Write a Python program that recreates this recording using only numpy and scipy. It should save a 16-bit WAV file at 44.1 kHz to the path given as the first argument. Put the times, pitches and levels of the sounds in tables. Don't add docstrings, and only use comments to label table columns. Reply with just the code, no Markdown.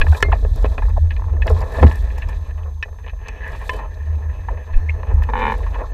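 import sys
import numpy as np
from scipy import signal
from scipy.fft import rfft, irfft, next_fast_len
from scipy.io import wavfile
from scipy.ndimage import map_coordinates

SR = 44100
rng = np.random.default_rng(int(sys.argv[2]) if len(sys.argv) > 2 else 0)


def persist_wave(psi):
    counts = np.round(np.clip(psi, -1, 1) * 32767).astype(np.int16)
    wavfile.write(sys.argv[1], SR, np.atleast_2d(counts).T)


def makeup_ratio(level_db):
    decades = np.asarray(level_db, float) / 20
    return 10 ** decades


N = 261513


def unit(x):
    return x / np.sqrt(np.mean(x ** 2) + 1e-20)


def curves(rows):
    seconds, *columns = np.transpose(rows)
    return [np.interp(np.arange(N) / SR, seconds, column) for column in columns]


def wobble(rate):
    knots = rng.standard_normal(int(N * rate / SR) + 4)
    return map_coordinates(knots, [np.arange(N) * rate / SR])


def filtered(x, response):
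    size = next_fast_len(N + SR // 2)
    gain = response(np.fft.rfftfreq(size, 1 / SR))
    gain_rms = np.sqrt(np.mean(abs(gain) ** 2))
    return irfft(rfft(x, size) * gain / gain_rms, size)[:N]


def coloured(points):
    f, db = np.transpose(points)
    return lambda hz: makeup_ratio(np.interp(np.log(hz + 1), np.log(f), db, left=-120, right=-120))


def modes(rows):
    return lambda f: sum(makeup_ratio(db) * 1j * f * width / (hz * hz - f * f + 1j * f * width)
                         for hz, width, db in rows)


def damped(f):
    return 1 / (1 + 1.1j * f / 4300 - (f / 4300) ** 2) ** 4


def grit(rate, depth_db):
    return unit(rng.standard_normal(N) * makeup_ratio(depth_db * wobble(rate)))


def specks(rate, spread_db):
    out = np.zeros(N)
    place, sign, size = rng.random((int(rate * N / SR), 3)).T
    impact = np.sign(sign - .5) * makeup_ratio(-spread_db * np.log(1 - .97 * size))
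    np.add.at(out, (place * N).astype(int), impact)
    return unit(out)


def contacts(times, lengths, rise):
    t = np.arange(SR // 10) / SR
    for start, length in zip(times, lengths):
        onset = 1 - np.exp(-t / (rise + 0.69 * length ** 2))
        decay = np.exp(-(t / max(length, .001)) ** 0.95)
        yield round(start * SR), unit(onset * decay * rng.standard_normal(len(t))) / np.sqrt(10)


# frequency in Hz, density in dB per Hz.
HISS_SPECTRUM = [(200, 1.5), (3000, -11), (8000, -10), (15000, -17.5), (15600, -28)]


def camera():
    t = np.arange(N) / SR
    whine_hz, frame_hz, blank_s = 6308.7, 29.97, 2.8205
    flip = np.clip(6 * np.sin(np.pi * frame_hz * (t - blank_s)), -1, 1)
    whine = makeup_ratio(-62.5) * flip * np.sin(2 * np.pi * whine_hz * t)
    octave = makeup_ratio(-72.5) * np.sin(2 * np.pi * 2 * whine_hz * t)
    hiss = makeup_ratio(-69.0) * filtered(rng.standard_normal(N), coloured(HISS_SPECTRUM))
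    return whine + octave + hiss


# time in seconds, brushing level in dB.
BRUSHING = [(0, -65.5), (.18, -50.5), (.26, -67.5), (.65, -63), (1.0, -70), (1.42, -75), (1.5, -59),
            (1.66, -66), (1.85, -55), (2.03, -66), (2.7, -78), (3.42, -81.5), (3.48, -68.5), (3.76, -60),
            (3.82, -75), (5.2, -77.5), (5.5, -64.5), (5.9, -73)]
# start in seconds, crack level in dB, top treble level in dB.
STALK_SNAPS = [(.001, -43, -49), (0.098, -57, -61.5), (0.127, -54, -59), (0.205, -39, -55),
               (0.2251, -20.5, -42), (0.314, -64, -63), (0.56, -48, -53), (0.626, -50, -64),
               (0.892, -54, -62), (1.421, -56, -74), (1.469, -37, -50.5), (1.498, -42.5, -50.5),
               (1.512, -49, -60), (1.592, -59, -60), (1.606, -41, -56), (1.616, -42, -56.5),
               (1.721, -66, -56), (1.739, -66, -55.5), (1.829, -50, -59), (1.867, -45, -57),
               (1.92, -50, -58), (1.928, -66, -58), (1.957, -46, -53.5), (2.179, -48, -56.5),
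               (2.184, -47, -52.5), (2.287, -50, -57), (2.294, -53, -57.5), (2.825, -50, -69),
               (3.283, -44, -57), (3.479, -52, -59), (3.52, -55, -62), (3.68, -58, -57.5),
               (3.696, -38, -56.5), (3.733, -52, -58), (3.765, -52, -61), (4.765, -63, -67.5),
               (4.906, -58, -77.5), (5.14, -62, -63.5), (5.187, -63, -68), (5.231, -51, -57),
               (5.237, -53, -63.5), (5.392, -48, -61), (5.58, -58, -60.5)]
# frequency in Hz, density in dB per Hz.
STRAW_SPECTRUM = [(2700, -24), (3300, -2.5), (3900, 2), (4400, -4.5), (5000, -8), (6000, -9), (8000, -15)]
# frequency in Hz, density in dB per Hz.
AIR_SPECTRUM = [(4000, -24.5), (6000, -11.5), (7500, 3.5), (10000, -0.5), (13000, -0.5), (15200, -5.5),
                (15600, -13.5)]


def stubble():
    air_db, = curves(BRUSHING)
    straw_db = 0.9 * air_db + 0.24
    brush = makeup_ratio(1.2 * wobble(30))
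    near = grit(110, depth_db=2.5) * brush * makeup_ratio(straw_db + 2.0)
    top = np.pad(grit(100, depth_db=2.0) * brush * makeup_ratio(air_db + 1.1), (0, SR))
    crack, snaps = np.zeros(N + SR), np.array(STALK_SNAPS)
    bursts = contacts(snaps[:, 0], np.full(len(snaps), .0022), rise=0.00013)
    for (i, burst), (_, crack_db, top_db) in zip(bursts, snaps):
        crack[i:i + len(burst)] += makeup_ratio(crack_db - 6.0) * burst
        top[i:i + len(burst)] += makeup_ratio(top_db + 2.0) * burst
    stalk = modes([(5100, 2200, 0), (7300, 1800, -6)])
    rustle = filtered(near, coloured(STRAW_SPECTRUM)) + filtered(top[:N], coloured(AIR_SPECTRUM))
    return rustle + filtered(crack[:N], lambda f: stalk(f) ** 3)


# start in seconds, first Hz, last Hz, level in dB, length in seconds.
FITTING_SLIDES = [
    (0.123, 860, 676, -23, 0.011),
    (0.124, 1650, 1420, -28.5, 0.013),
    (0.319, 1307, 496, -18.5, 0.027),
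    (0.965, 883, 550, -25, 0.024),
    (4.887, 2036, 2300, -28.5, 0.014),
    (4.893, 2350, 2750, -33, .016),
]


def squeaks():
    out = np.zeros(N)
    for start, from_hz, to_hz, db, length in FITTING_SLIDES:
        u = np.linspace(0, 1, round(length * SR))
        turns = np.cumsum(from_hz * (to_hz / from_hz) ** u) / SR
        swell = np.sqrt(np.sin(np.pi * u).clip(0))
        out[round(start * SR):][:len(u)] += makeup_ratio(db) * swell * np.sin(2 * np.pi * turns)
    return out * makeup_ratio(4 * wobble(500))


# start in seconds, frequency in Hz, level in dB, 60 dB decay in seconds.
FITTING_RINGS = [(.228, 2112, -21, .16), (.228, 4235, -36, .1), (.227, 1725, -7, .035),
                 (.015, 2500, -10, .03), (.227, 1380, -11, .03), (.229, 407, -20, .14),
                 (.228, 119, -15, .12), (.227, 2945, -16, .028), (.227, 1970, -14, .025),
                 (.227, 3461, -24, .03), (.227, 6196, -22, .011), (1.829, 88, -6, .24),
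                 (1.829, 149, -25, .15), (1.8285, 492, -8, .11), (1.828, 1007, -15, .06),
                 (1.828, 834, -18, .1), (1.829, 226, -20, .2), (1.83, 624, -22, .2),
                 (1.828, 1335, -20, .05), (1.829, 2159, -28, .04), (2.827, 2495, -17, .037),
                 (2.829, 5582, -42, .033), (2.828, 4910, -36, .02), (3.285, 6290, -42, .019),
                 (3.285, 7800, -47, .03), (3.6937, 1023, -15, .12), (3.694, 2116, -26, .05),
                 (3.694, 2821, -28, .04), (3.694, 3445, -28, .035), (3.696, 3035, -38, .3),
                 (3.695, 5593, -42, .04), (4.895, 2130, -33, .09), (2.827, 1787, -21, .039),
                 (3.694, 1793, -24, .05), (1.867, 1500, -24, .015), (1.867, 2950, -26, .015),
                 (3.731, 3850, -40, .025), (1.107, 2550, -31, .04), (1.421, 2550, -29, .04),
                 (.78, 2500, -29, .04), (2.22, 2750, -34, .03), (.339, 610, -20, .05),
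                 (4.905, 6245, -57, .03), (4.907, 5630, -58, .06), (5.233, 6150, -52, .03),
                 (5.234, 7700, -54, .035), (3.287, 5590, -68, 2), (4.725, 4237, -62, 1.6),
                 (4.76, 5630, -69, 2), (5.84, 4250, -66, 1.5)]


def ringing():
    out, t = np.zeros(N + SR), np.arange(SR) / SR
    flutter, waver = wobble(90), wobble(60)
    onset = 1 - np.exp(-t / 0.00012)
    for k, (start, hz, db, t60) in enumerate(FITTING_RINGS):
        own = slice(k * SR // 12, k * SR // 12 + SR)
        loose = min(hz / 1000, 1)
        size = makeup_ratio(db - 60 * t / t60 + 2.7 * loose * flutter[own]) * onset
        phase = 2 * np.pi * hz * t + .35 * loose * waver[own]
        out[round(start * SR):][:SR] += size * np.sin(phase)
    return out[:N]


# start in seconds, load in dB, bite (treble over load) in dB.
JOINT_SLIPS = [(5.289, -23.5, -16), (5.298, -26.5, -17), (5.335, -18.5, -7.5), (5.354, -19.5, -11),
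               (5.366, -24, -2.5), (5.376, -22.5, -6), (5.388, -24, -3), (5.396, -23, -1.5),
               (5.402, -28, 2), (5.41, -22, -6), (5.418, -19.5, -1.5), (5.427, -19, -4), (5.438, -19, -3),
               (5.452, -16.5, -6), (5.466, -18, -2), (5.479, -17.5, -8), (5.488, -26, 2), (5.498, -19, -6),
               (5.507, -23, -3), (5.5204, -18, -8), (5.539, -26.5, -7), (5.551, -33, -12)]
# frequency in Hz, width in Hz, level in dB.
JOINT_MODES = [(250, 55, 1.5), (484, 140, 8), (878, 260, 4.5), (1084, 130, -9), (1420, 200, 2),
               (1712, 154, 6), (2150, 64, 0.5), (2353, 117, 6.5), (2900, 91, -2), (3500, 170, 1),
               (3800, 140, -3)]


def creak():
    drive, slips = np.zeros((2, N + SR)), np.array(JOINT_SLIPS)
    jerk = np.zeros(SR // 10)
    jerk[[10, 55, 95]] = 9, 12, 7
    bursts = contacts(slips[:, 0], np.full(len(slips), .008), rise=0.0012)
    for (i, chatter), (_, load_db, bite_db) in zip(bursts, slips):
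        level = makeup_ratio(load_db + np.array([[0], [bite_db]]))
        drive[:, i:i + len(jerk)] += level * (jerk + 0.24 * chatter)

    def bright(f):
        return (f / 1500) ** 6 / (1 + (f / 1500) ** 6)

    def joint(f):
        return modes(JOINT_MODES)(f) ** 2 * damped(1.024 * f) ** 2

    dull = filtered(drive[0, :N], lambda f: joint(f) * (1 - bright(f)))
    sharp = filtered(drive[1, :N], lambda f: joint(f) * bright(f) / (1 + (f / 4100) ** 16))
    return makeup_ratio(3.0) * dull + makeup_ratio(-5.5) * sharp


# time in seconds, strength in dB, wire tension in dB (taut: more hum, less bend).
WIND_SHAKE = [(0, -25, 11.5), (.18, -46, 9.5), (.3, -15.5, -0.5), (.68, -20.5, -6), (1.12, -20.5, 3.5),
              (1.57, -17.5, -1), (1.72, -30, -6.5), (1.95, -23, -3.5), (2.28, -23.5, -2), (2.74, -31, 2),
              (3.63, -31, -6.5), (4.11, -26, 5), (4.39, -26, -4), (4.57, -26, -1), (4.68, -34, -1),
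              (5.02, -30, -5.5), (5.24, -21, 1), (5.81, -29.5, -6.5)]
# time in seconds, mode struck in Hz, level in dB, swell in seconds.
STEP_JOLTS = [(0, 24, -8, 0.045), (0, 130, -22.5, 0.036), (.11, 77, -9.5, 0.032), (0.248, 46, -13, 0.02),
              (.25, 130, -37, 0.033), (0.991, 46, -13.5, 0.0092), (.99, 24, -24, 0.093),
              (1.042, 77, -21.5, 0.052), (1.55, 130, -40, 0.067), (1.85, 24, -25, 0.056),
              (1.85, 46, -35, 0.017), (1.85, 77, 0.5, 0.019), (1.851, 130, -12, 0.032),
              (4.72, 46, -47, 0.016), (4.771, 24, -2.5, 0.014), (4.891, 77, -16.5, 0.088),
              (5.145, 46, -5, 0.015), (5.15, 77, -12, 0.042)]
# frequency in Hz, width in Hz.
MOUNT_MODES = [(24, 13), (46, 18.7), (77, 7.5)]
# frequency in Hz, density in dB per Hz.
RUMBLE_SPECTRUM = [(90, -14.5), (105, -0.5), (130, 2), (150, -10), (200, -12.5), (230, -11.5), (300, -15),
                   (380, -15.5)]


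def mount():
    strength_db, taut_db = curves(WIND_SHAKE)
    rub_db = curves(RUBBING)[0]
    rumble_db = -6 + 0.53 * (rub_db - strength_db)
    sway_db = -15.5 + 0 * taut_db
    size = makeup_ratio(strength_db + np.array([sway_db, -taut_db, taut_db, rumble_db]))
    t = np.arange(N) / SR
    centres = np.array([hz for hz, _ in MOUNT_MODES] + [130])
    for time, hz, db, swell in STEP_JOLTS:
        size[np.argmin(abs(centres - hz))] += makeup_ratio(db) * np.exp(-abs(t - time) / max(swell, .005))
    out = size[-1] * makeup_ratio(-4.5) * filtered(grit(23, depth_db=3.5), coloured(RUMBLE_SPECTRUM))
    for drive, (hz, width) in zip(size, MOUNT_MODES):
        mode, skirt = modes([(hz, width, 0)]), modes([(hz, 2.88 * width, 0)])
        swing = filtered(rng.standard_normal(N + SR), lambda f: mode(f) * skirt(f) ** 2)
        reach = abs(signal.hilbert(swing, next_fast_len(N))[:N])
        out += drive * unit(swing / (reach + 1.5) ** 0.11)
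    return out


# time in seconds, effort in dB, bite (treble over effort) in dB.
RUBBING = [(0, -39, -5), (.16, -35.5, -16), (.57, -45, -8), (.73, -39, -18), (.97, -48.5, -8),
           (1.46, -38, -19.5), (1.77, -31, -8), (1.99, -39.5, -5.5), (2.17, -38, -4.5),
           (2.75, -53.5, -10.5), (3.16, -52.5, -13), (3.24, -43.5, 1), (3.65, -39.5, -1), (3.78, -34, -16),
           (3.9, -44, -6), (4.78, -43, -6.5), (5.26, -36.5, -12), (5.85, -38, -11.5)]
# time in seconds, swell in seconds, effort in dB, bite in dB.
SHORT_RUBS = [(.002, 0.0032, -27.5, -2), (0.169, 0.012, -30, -12), (.25, 0.015, -29, -10),
              (.345, 0.032, -37.5, -1.5), (.43, 0.01, -45, -9), (.73, 0.015, -39, -10),
              (.857, 0.0091, -41, -7), (0.899, 0.013, -39, -12), (0.974, 0.012, -45, -7),
              (1.305, 0.0072, -51, 3), (1.46, 0.0032, -24, -12), (1.499, 0.0031, -32, -14),
              (1.63, 0.022, -50, 0), (1.745, .012, -35, -3), (1.797, 0.011, -39.5, 5),
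              (2.06, 0.018, -61, -10), (2.33, 0.04, -48.5, -1), (2.5, 0.013, -52.5, 8),
              (2.66, 0.042, -41, -14), (2.887, 0.0073, -40.5, -6.5), (2.93, .005, -46, -15),
              (2.96, 0.0047, -51, -10), (3.044, .01, -46.5, 5), (3.19, 0.02, -61, 6), (3.35, 0.05, -51, 0),
              (3.455, 0.064, -53, 11), (3.62, 0.011, -38, -11), (3.752, .012, -42, -2),
              (3.84, 0.014, -45, -28), (4.08, 0.057, -58, 0), (4.3, 0.096, -49.5, -15),
              (4.58, 0.0086, -46, 1), (4.737, 0.0082, -43, 3), (4.965, 0.012, -47.5, 2.5),
              (5.05, 0.013, -47, -11), (5.101, 0.021, -37, -7.5), (5.272, 0.0034, -41, -7),
              (5.565, 0.012, -39, -15), (5.59, .005, -44, 6), (5.637, 0.0071, -52, 9),
              (5.746, 0.015, -44.5, 8.5), (5.805, 0.016, -34.5, -3.5), (5.842, 0.0077, -32.5, -31)]
# start in seconds, level in dB, narrowness (scales the drive dB), contact in seconds.
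SOFT_KNOCKS = [(.043, -22.5, 2.1, 0.0025), (.146, -22.5, 0.47, 0.0087), (.283, -21, 1.2, 0.0073),
               (.425, -29.5, 2.3, 0.0066), (.436, -32, 1.8, 0.0034), (.447, -25, 0.68, 0.0032),
               (.574, -33.5, 0.66, .012), (.558, -28, 0.95, 0.035), (.627, -30, 1.2, 0.0039),
               (.643, -16, 0.63, 0.0033), (.653, -21.5, 0.53, 0.0035), (.66, -28, 0.6, 0.0044),
               (.779, -21, 0.46, 0.0078), (1.032, -37, 1.8, 0.029), (1.333, -36.5, 0.61, 0.017),
               (1.465, -13, 1.17, 0.012), (1.476, -35, 2.9, 0.011), (1.501, -14.5, 1.2, 0.011),
               (1.611, -24.5, 0.68, 0.01), (1.784, -20, 1.2, 0.0054), (1.826, -9, 0.66, 0.0095),
               (1.848, -23, 1, .006), (1.858, -22, 1, 0.0057), (1.878, -24, 1, .008),
               (1.894, -26.5, 0.95, 0.0035), (2.181, -38.5, 0.26, 0.0023), (2.855, -35, 0.92, 0.0059),
               (3.132, -39, 0.7, 0.004), (3.214, -40, .6, 0.003), (3.528, -31.5, 0.36, 0.01),
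               (4.5, -25, 0.95, 0.046), (4.888, -41, 0.074, 0.019), (5.03, -30, 0.42, 0.0027),
               (5.065, -29.5, 0.48, 0.066), (5.111, -27, 1.2, 0.016), (5.796, -32, 0.65, 0.014),
               (5.815, -24.5, 1.6, 0.0097)]
# start in seconds, level in dB, narrowness, contact in seconds.
FIRM_KNOCKS = [(.066, -26.5, 0.6, 0.0021), (.082, -38, 1.5, 0.0025), (.122, -30, 0.67, 0.0097),
               (.203, -30, 0.9, 0.002), (.2268, -16, 0.3, 0.0012), (.323, -20.5, 0.3, 0.0091),
               (.82, -24, 0.81, 0.008), (.881, -30, 1.9, 0.0096), (.969, -31.5, 1.6, 0.0083),
               (1.069, -43, 0.87, .001), (1.194, -35.5, 1, 0.00093), (1.219, -33.5, 1, 0.00089),
               (1.24, -33, 0.92, .001), (1.251, -42.5, .8, .002), (1.282, -40, 0.84, .001),
               (1.294, -38, 0.89, .002), (1.365, -38, 1, .004), (1.562, -26.5, 1.1, 0.016),
               (1.75, -24.5, 0.77, 0.017), (1.912, -28.5, 0.57, 0.01), (2.287, -33.5, 0.33, 0.024),
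               (2.576, -37, 0.5, 0.013), (2.927, -48, 1.4, .002), (2.942, -46, 1.2, .002),
               (2.984, -42, 0.43, 0.018), (3.063, -37, 0.4, 0.002), (3.068, -39, 0.4, 0.002),
               (3.548, -35, 0.33, 0.0088), (3.693, -22, 0.12, 0.0012), (3.732, -37.5, .15, 0.0085),
               (3.787, -25.5, 0.66, 0.027), (4.484, -23.5, 0.9, 0.0062), (4.574, -36.5, 0.74, 0.0046),
               (5.22, -28, 0.65, 0.0042), (5.271, -57, 1.5, 0.0027), (5.603, -34, 1.4, 0.008),
               (5.663, -30, 0.55, 0.0096), (5.743, -33, 0.33, .008), (5.752, -27, 0.9, 0.013),
               (5.838, -38, 1.6, 0.0051)]
# start in seconds, level in dB, narrowness, contact in seconds.
HARD_KNOCKS = [(.013, -16.5, 0.36, 0.0054), (1.105, -29.5, 0.64, 0.0085), (1.164, -36, 0.5, 0.004),
               (1.419, -26.5, 1.2, 0.0063), (1.476, -24, 0.45, 0.0055), (1.866, -28, 0.3, 0.003),
               (2.22, -31.5, 0.43, 0.011), (2.826, -22.5, 0.83, 0.0053), (3.078, -41, 0.15, 0.002),
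               (3.094, -38, .5, 0.007), (3.283, -35, 0.12, 0.0091), (5.234, -34, 0.96, 0.0037),
               (5.632, -45, 1.2, 0.012), (3.083, -43, .1, .003), (2.507, -46, .6, .004),
               (2.328, -44, .8, .005), (2.102, -43, .2, .006), (2.632, -50, .1, .003),
               (3.272, -43, .1, .002), (1.912, -38, .2, .001), (.083, -42, .05, .001)]
# frequency in Hz, width in Hz, level in dB.
LOW_MODES = [(221, 130, 3), (429, 37.5, 3.5), (491, 102, 2), (623.4, 38, 3.5)]
# frequency in Hz, width in Hz, level in dB.
MIDDLE_MODES = [(880, 95, 1.5), (1014, 120, -8.5), (1259, 82, -11.5)]
# frequency in Hz, width in Hz, level in dB.
HIGH_MODES = [(1676, 86, 5), (1772, 106, 1.5), (1952, 30, -0.5)]
# frequency in Hz, width in Hz, level in dB.
UPPER_MODES = [(2439, 44, 8), (2582, 89, 11), (2896, 190, -0.5), (3310, 210, -7), (3890, 580, -7.5)]
# centre in Hz, width in Hz.
GROUP_BANDS = [(480, 490), (1050, 357), (1800, 282), (2900, 5300)]


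def rubbing_drive():
    effort_db, bite_db = curves(RUBBING)
    low, high = makeup_ratio(effort_db), makeup_ratio(effort_db + bite_db)
    t = np.arange(N) / SR
    for time, swell, db, bite in SHORT_RUBS:
        stroke = makeup_ratio(db) * np.exp(-((t - time) / swell) ** 2)
        low, high = low + stroke, high + makeup_ratio(bite) * stroke
    rub = grit(70, depth_db=2) + 0.64 * specks(140, spread_db=2.0)
    rub = unit(rub) * makeup_ratio(1.5 * wobble(10) + 2.6 * np.array([wobble(22) for _ in range(4)]))
    drive = rub * [low, low, high, high] * makeup_ratio([[-5.0], [-7.5], [-3.5], [-12.0]])
    drive[3] = makeup_ratio(-6.0) * filtered(drive[3], modes([(2500, 3400, 0)]))
    return drive


def knock_drive():
    kinds = [(SOFT_KNOCKS, (-0.5, -9, -20.5, -29)),
             (FIRM_KNOCKS, (-17, -1.5, -10, -24)),
             (HARD_KNOCKS, (-30, -14.5, 1, -2.5))]
    knocks = np.array([(start, *(db + narrow * np.array(kind_db)), length)
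                       for rows, kind_db in kinds for start, db, narrow, length in rows])
    drive = np.zeros((4, N + SR))
    bursts = contacts(knocks[:, 0], knocks[:, 5], rise=0.000098)
    for (i, burst), row in zip(bursts, knocks):
        level_db, length = row[1:5], row[5]
        drive[:, i:i + len(burst)] += makeup_ratio(level_db[:, None] - 3.0) * burst
        drive[:, i + 30] += 6 * makeup_ratio(level_db - 390 * length)
    return drive[:, :N]


def tubes():
    out = np.zeros(N)
    groups = (LOW_MODES, MIDDLE_MODES, HIGH_MODES, UPPER_MODES)
    for drive, rows, (hz, width) in zip(rubbing_drive() + knock_drive(), groups, GROUP_BANDS):
        group, band = modes(rows), modes([(hz, width, 0)])
        out += filtered(drive, lambda f: group(f) * band(f) ** 2 * damped(f))
    return out


def scene():
    mix = camera() + stubble() + squeaks() + ringing() + creak() + mount() + tubes()
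    return mix[None]


def top_cut(x):
    return signal.sosfilt(signal.butter(12, 15800, fs=SR, output="sos"), x)


def record(dry):
    limited = dry / (1 + abs(dry / .97) ** 12) ** (1 / 12)
    return top_cut(limited)


dry = scene()
out = record(dry)
persist_wave(out)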